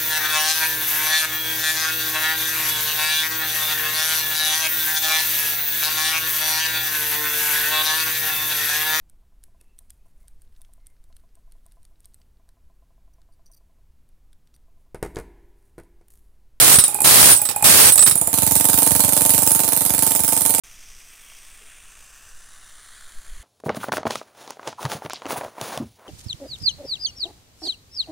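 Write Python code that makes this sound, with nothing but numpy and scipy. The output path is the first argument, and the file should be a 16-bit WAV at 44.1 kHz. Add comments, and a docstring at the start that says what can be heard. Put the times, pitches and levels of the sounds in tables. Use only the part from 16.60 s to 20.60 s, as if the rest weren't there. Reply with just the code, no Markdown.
"""An air hammer drives its chisel against a steel bar on a metal bench in three short bursts:
piston blows clatter under a blast of exhaust, and after each burst the loose chisel clinks and rings.
With the trigger eased the piston keeps cycling on a trickle of air: single sluggish strokes at first,
then a steady chuffing close by on the right. A small workshop echoes it, and a limiter holds each
channel down."""
import sys
import numpy as np
from scipy import signal
from scipy.fft import rfft, irfft
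from scipy.io import wavfile
from scipy.ndimage import uniform_filter1d

SR = 44100
rng = np.random.default_rng(int(sys.argv[2]) if len(sys.argv) > 2 else 0)


def materialize(psi):
    """Save the field psi as 16-bit PCM at rate SR to the path in sys.argv[1].

    A 1-D psi becomes a single channel; in a 2-D psi each row is a channel.
    """
    bounded = np.clip(np.atleast_2d(psi).T, -1, 1)
    quanta = np.round(bounded * 32767).astype(np.int16)
    wavfile.write(sys.argv[1], SR, quanta)


N = 176400
TIME = np.arange(N) / SR
PUFF_RISE_S, CHISEL_LEFT_DB = 0.00035, -10.5

# Spectrum of the exhaust blast and of the bar clattering on the bench: freq_hz, density_db
BLAST_SPECTRUM = [(40, -16), (90, 2.5), (170, -1.5), (350, -0.5), (1000, -0.5), (2500, -2), (4500, -0.5),
                  (6200, -2), (9500, 5), (12500, 1), (16000, -2.5)]
# Chisel modes in three close pairs: pitch_hz, t60_s, level_db (while hammered)
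CHISEL_MODES = [(8073, 0.18, -26.5), (8030, 0.055, -32), (9300, 0.09, -19.5), (9420, 0.07, -19),
                (14460, 0.12, -36), (14470, 0.063, -21.5)]


def from_db(db):
    """Decibels to gain."""
    return 10 ** (np.asarray(db) / 20)


def pan_right(left_db):
    """Stereo gains that turn down the left side only."""
    return np.array([[from_db(left_db)], [1]])


def colour(x, points):
    """Equalise along a curve of (freq_hz, gain_db) points."""
    hz, db = np.transpose(points)
    freqs = np.maximum(np.fft.rfftfreq(x.shape[-1], 1 / SR), 1)
    gain = from_db(np.interp(np.log(freqs), np.log(hz), db))
    return irfft(rfft(x) * gain, x.shape[-1])


def noise(points, channels=2):
    """Coloured noise of rms 1."""
    x = colour(rng.standard_normal((channels, N)), points)
    return x / x.std()


def clicks(start_s, level_db):
    """Impulses at the given times and levels."""
    out = np.zeros(N)
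    inside = (start_s >= 0) & (start_s < TIME[-1])
    np.add.at(out, (start_s[inside] * SR).astype(int), from_db(level_db)[inside])
    return out


def fade(x, decay_s):
    """Each click becomes a dying envelope of its own height."""
    return signal.lfilter([1], [1, -np.exp(-1 / (decay_s * SR))], x + 1e-18)


def ring(x, hz, t60_s):
    """One mode: a unit click starts a dying sine of height 1."""
    radius, angle = from_db(-60 / (t60_s * SR)), 2 * np.pi * hz / SR
    return signal.lfilter([0, np.sin(angle)], [1, -2 * radius * np.cos(angle), radius ** 2], x + 1e-18)


def body(x, modes):
    """Modes struck together, alternating in polarity."""
    return sum((-1) ** k * from_db(db) * ring(x, hz, t60) for k, (hz, t60, db) in enumerate(modes))


def room_tone():
    """The shop's faint, steady bed of low noise."""
    # Background spectrum: freq_hz, density_db
    spectrum = [(25, -20), (50, -13), (90, 3), (200, -8), (800, -7), (2000, -12), (6000, -16), (10000, -25),
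                (16000, -26)]
    return from_db(-39) * noise(spectrum) * pan_right(-4)


def workshop_reverb(send, t60_s=0.35, predelay_s=0.0031):
    """Dense reflections of the send's right channel, different for each ear."""
    # Tone of the reflections: freq_hz, gain_db
    room_eq = [(60, -3), (250, -3.5), (800, 2.5), (2000, -6.5), (5000, 0.5), (10000, -1), (16000, -2)]
    t = TIME[:SR]
    tail = rng.standard_normal((2, SR)) * from_db(-60 * t / t60_s) * (t > predelay_s)
    tail /= np.sqrt(np.sum(tail ** 2, axis=1, keepdims=True))
    tail = colour(tail, room_eq)[:, :SR // 2]
    return from_db([[-11.5], [-1]]) * signal.fftconvolve(send[1:], tail, axes=1)[:, :N]


def air_thump(puffs, start_hz=352, end_hz=61, fall_s=0.0038, decay_s=0.0096):
    """The low pressure wave of escaping air falls in pitch as it dies."""
    t = TIME[:SR // 10]
    pitch_hz = end_hz + (start_hz - end_hz) * np.exp(-t / fall_s)
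    envelope = np.exp(-t / decay_s) - np.exp(-t / PUFF_RISE_S)
    wave = np.cos(2 * np.pi * np.cumsum(pitch_hz) / SR) * envelope
    return pan_right(-27) * from_db(-16.5) * signal.fftconvolve(puffs, wave)[:N]


def port_whistle(puffs, wander=0.025, wander_s=0.012, spread_db=5):
    """The exhaust ports whistle briefly with each puff, their pitches wandering."""
    # Port tones: pitch_hz, t60_s, level_db
    tones = [(7760, 0.0077, -17), (8770, 0.041, -20.5), (10130, 0.031, -16.5), (13500, 0.022, -21),
             (14900, 0.052, -19.5)]
    knots_s = np.arange(0, TIME[-1] + wander_s, wander_s)
    whistle = 0
    for hz, t60, db in tones:
        drift = np.interp(TIME, knots_s, rng.standard_normal(N)[:len(knots_s)])
        pitch_hz = hz * (1 + wander * drift)
        accents = from_db(db + spread_db * rng.standard_normal(N))
        envelope = fade(puffs * accents, t60 / np.log(1000))
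        whistle += envelope * np.sin(2 * np.pi * np.cumsum(pitch_hz) / SR)
    return from_db(-3) * pan_right(-7.5) * whistle


def puff_hiss(left, right, decay_s=0.0014):
    """Sharp spits of air from the steady idle, with a different tone in each ear."""
    # Hiss at the left ear: freq_hz, density_db
    left_spectrum = [(100, -4), (600, -15), (1700, -9), (3600, -5), (5100, -17), (5900, -1), (8000, -2),
                     (10200, -5.5), (12500, 4.5), (14500, -0.5), (16000, -10)]
    # Hiss at the right ear: freq_hz, density_db
    right_spectrum = [(100, -14), (600, -7.5), (1500, -11), (3000, -12.5), (4200, -11.5), (5500, -13),
                      (7000, -5.5), (8500, 1.5), (10200, 3), (12500, -1), (14500, -0.5), (16000, -26.5)]
    air = np.vstack([noise(left_spectrum, channels=1), noise(right_spectrum, channels=1)])
    puffs = np.vstack([left, right])
    return from_db(1.5) * air * (fade(puffs, decay_s) - fade(puffs, PUFF_RISE_S))


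def weak_hiss(puffs, decay_s=0.0025):
    """A sluggish stroke lets out a softer-edged breath of air."""
    # Hiss of a weak puff: freq_hz, density_db
    spectrum = [(200, -4), (1500, -20), (3000, -22), (6200, -23.5), (7400, -1.5), (8800, -1), (10000, 6),
                (11500, -4.5), (13300, -1.5), (16000, -19)]
    envelope = fade(puffs, decay_s) - fade(puffs, decay_s / 3)
    return from_db(0.5) * pan_right(-7.5) * noise(spectrum) * envelope


def piston_knock(knocks):
    """The piston knocks hollowly in the tool and plucks the barrel's air column as it slides."""
    # Modes of the knock: pitch_hz, t60_s, level_db
    tool_modes = [(284.4, 0.055, -28.5), (506, 0.061, -29.5), (682, 0.11, -27.5), (896, 0.046, -24.5),
                  (1330, 0.0072, -28.5), (2385, 0.047, -39)]
    # Odd modes of the air column: pitch_hz, t60_s, level_db
    barrel_modes = [(837, 0.047, -23.5), (2476, .05, -33)]
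    # Plucks of the air column: start_s, level_db
    plucks = [(.286, -1), (.328, -7), (.351, 1), (.388, 0.5), (.409, 2.5), (.797, -6.5), (.821, 0.5),
              (.904, -2), (.944, -8), (.964, 4.5), (.982, -10), (1.009, -4), (1.028, 9)]
    barrel = body(clicks(*np.transpose(plucks)), barrel_modes)
    return from_db([[2.5], [0]]) * (body(knocks, tool_modes) + barrel)


def idle_strokes(start_s=1.7295):
    """The piston settles into a steady cycle; gives each stroke's time and air pressure."""
    # Piston speed: time_s, rate_hz
    speed = [(1.73, 21.47), (1.85, 22.57), (2.15, 22.53), (2.45, 23.35), (2.85, 23.53), (3.2, 23.01),
             (3.45, 23.55), (4.0, 22.88)]
    # Air pressure: time_s, level_db
    pressure = [(1.73, -0.5), (2.25, 1.4), (2.7, 1), (3.0, -1.84), (3.5, -1.5), (4.0, -3)]
    rate_hz = np.interp(TIME, *np.transpose(speed)) * (TIME >= start_s)
    cycles = np.cumsum(rate_hz) / SR
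    stroke_s = np.searchsorted(cycles, np.arange(int(cycles[-1]) + 1), side="right") / SR
    return stroke_s, np.interp(stroke_s, *np.transpose(pressure))


def idling_piston(jitter_s=0.00022, puff_spread_db=1.53, thump_spread_db=3):
    """On a trickle of air each stroke knocks and puffs, singly at first; gives (sound, thumps)."""
    # Sluggish single strokes: start_s, puff_db, knock_db
    lone_strokes = [(0.28, -1, -15), (0.344, -0.5, -26), (0.359, -13, -29), (0.404, -0.5, -20),
                    (.418, 2, -25), (0.816, 1, -15), (0.897, -9, -31), (0.961, -1.5, -37), (1.024, 2.5, -7),
                    (1.356, 7, -5.5), (1.416, 3, -7), (1.454, -4, -11), (1.496, 3.5, -19), (1.554, 3, -4),
                    (1.613, 3.5, -1), (1.672, 3, -0.5)]
    # The four puffs of each steady stroke: delay_s, right_db, left_db, thump_db, knock_db
    puff_pattern = [(0, 1.5, -12.5, -4.5, -13.5), (.0036, -8, -34, -5.5, 0.5), (.0102, 2, -8, 0.5, -9.5),
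                    (0.0144, -8.5, -37, -37, -10)]
    lone_s, lone_puff_db, lone_knock_db = np.transpose(lone_strokes)
    weak_puffs = clicks(lone_s, lone_puff_db)
    thumps = clicks(lone_s, lone_knock_db)
    knocks = clicks(lone_s + 0.00505, lone_knock_db)  # the knock trails its puff
    stroke_s, pressure_db = idle_strokes()
    push_db = 1.64 * pressure_db  # the thump swings further with pressure than the hiss
    left, right = np.zeros((2, N))
    for delay_s, right_db, left_db, thump_db, knock_db in puff_pattern:
        jitter, strength, gust = rng.standard_normal((3, len(stroke_s)))
        puff_s = stroke_s + delay_s + jitter_s * jitter
        puff_db = pressure_db + puff_spread_db * strength
        left += clicks(puff_s, puff_db + left_db)
        right += clicks(puff_s, puff_db + right_db)
        thumps += clicks(puff_s, push_db + thump_db + thump_spread_db * gust)
        knocks += clicks(stroke_s + delay_s, puff_db + knock_db)
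    air = puff_hiss(left, right) + weak_hiss(weak_puffs) + port_whistle(right + weak_puffs / 2)
    return air + piston_knock(knocks), air_thump(thumps)


def bench_thud():
    """The tool bumps the bench, which answers with one short, low mode."""
    # Bumps: start_s, level_db
    bumps = [(0.139, -12), (0.184, -5), (1.25, -23), (1.48, -15.5), (1.521, -19)]
    return ring(clicks(*np.transpose(bumps)), hz=142, t60_s=0.024)


def loose_chisel(chatter_s=0.006, twin_mode_db=-9):
    """The chisel chatters in its retainer and rings in three pairs of modes; the bar clanks."""
    # Clinks: start_s, low_ring_db, middle_ring_db, top_ring_db, clank_db
    clinks = [(.186, -7, 3.5, -12, 3), (.239, -11, 6, -18, -6), (.722, -16, 2.5, -15, -6),
              (.764, -18, -5, -15, -36), (.776, -25, -9, -17, -40), (.853, -15, -16, -22, -15.5),
              (.889, -16, -30, -24, -13), (0.912, -36, -34, -30, -20.5), (1.322, -5, -0.5, -4, -12),
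              (1.378, -5, -10, -10, -8), (1.392, -2, -20, -25, -7.5), (1.424, -28, -7, -24, -8),
              (1.437, -15, 2.5, -24, -29), (1.463, -25, -16, -11, -4.5), (1.474, -9, -6, -17, -9),
              (1.511, -23, -1.5, -14, -12), (1.578, -28, -8, -37, -39)]
    # Modes of the steel bar: pitch_hz, t60_s, level_db
    bar_modes = [(1256, 0.043, -13.5), (1810, 0.048, -19), (3755, 0.1, -15.5), (3960, .09, -16),
                 (4660, .07, -17.5), (5350, 0.11, -14.5)]
    start_s, *pair_db, clank_db = np.transpose(clinks)
    chatter_gain = from_db(0.5) * np.sqrt(2 / (chatter_s * SR))
    rings = 0
    for k, (hz, t60, _) in enumerate(CHISEL_MODES):
        contact = clicks(start_s, pair_db[k // 2] + twin_mode_db * (k % 2))
        chatter = chatter_gain * fade(contact, chatter_s) * rng.standard_normal((2, N))
        rings += ring(contact + chatter, hz, t60)
    bar_hits = clicks(start_s, clank_db)
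    clank = from_db(0.5) * noise(BLAST_SPECTRUM) * fade(bar_hits, decay_s=0.012)
    return pan_right(CHISEL_LEFT_DB) * (rings + clank + body(bar_hits, bar_modes))


def piston_blows(blow_hz=70, blow_spread_db=5.5, bounces_per_s=350, bounce_spread_db=3.2):
    """A nearly even train of blows, with random bounces scattered among them."""
    jitter, strength = rng.standard_normal((120, 2)).T
    blow_s = (np.arange(len(jitter)) + 0.07 * jitter) / blow_hz
    bounces = rng.random(N) < bounces_per_s / SR
    bounce_db = -1.5 + bounce_spread_db * rng.standard_normal(N)
    return clicks(blow_s, blow_spread_db * strength) + bounces * from_db(bounce_db)


def air_hammer(attack_s=0.007, release_s=0.012, lift_s=0.07, pressed_db=-2, free_db=9.5):
    """Blows clatter on the steel and ring the chisel under a blast of exhaust; gives (sound, thumps)."""
    # Bursts at full trigger: start_s, end_s, level_db
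    bursts = [(-.03, 0.162, -1.5), (0.441, 0.731, -0.5), (1.038, 1.295, -1)]
    throttle, lift = np.zeros((2, N))
    for start_s, end_s, level_db in bursts:
        opening = np.clip((TIME - start_s) / attack_s, 0, 1)
        closing = np.exp(-np.maximum(TIME - end_s, 0) / release_s)
        throttle += from_db(level_db) * opening * closing
        lift += np.exp(-np.abs(TIME - end_s) / lift_s)
    hits = throttle * piston_blows()
    exhaust = noise(BLAST_SPECTRUM) * throttle
    clatter = noise(BLAST_SPECTRUM) * np.sqrt(fade(hits ** 2, decay_s=0.0018))
    roar = from_db(-6.5) * pan_right(-4) * (exhaust + clatter)
    # the chisel rings more freely as it lifts off towards the end of a burst
    drive = hits * (from_db(pressed_db) + from_db(free_db) * lift)
    rings = sum(from_db(db) * ring(drive * rng.standard_normal((2, N)), hz, t60)
                for hz, t60, db in CHISEL_MODES)
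    return roar + pan_right(CHISEL_LEFT_DB) * rings, from_db(-9.5) * air_thump(hits)


def scene():
    """The tool at work and at idle in the shop; the air thumps stay out of the reverb."""
    hammer, hammer_thumps = air_hammer()
    idle, idle_thumps = idling_piston()
    rattle = loose_chisel() + bench_thud()
    reverb = workshop_reverb(idle + from_db(-10) * hammer + from_db(-12.5) * rattle)
    return room_tone() + reverb + idle + idle_thumps + rattle + hammer + hammer_thumps


def record(dry, threshold_db=-3, release_db_per_s=241, window_s=0.0066, ceiling=1.13):
    """A fast limiter on each channel, soft-clipped peaks, then a low cut and a steep high cut."""
    power = uniform_filter1d(dry ** 2, int(window_s * SR), axis=1)
    over_db = np.maximum(10 * np.log10(np.maximum(power, 1e-12)) - threshold_db, 0)
    recovery_db = release_db_per_s * TIME
    reduction_db = np.maximum.accumulate(over_db + recovery_db, axis=1) - recovery_db
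    limited = ceiling * np.tanh(dry * from_db(-reduction_db) / ceiling)
    low_cut = signal.butter(2, 65, "high", fs=SR, output="sos")
    high_cut = signal.ellip(10, 0.2, 70, 15850, fs=SR, output="sos")
    return signal.sosfilt(high_cut, signal.sosfilt(low_cut, limited))


dry = scene()
out = record(dry)
materialize(out)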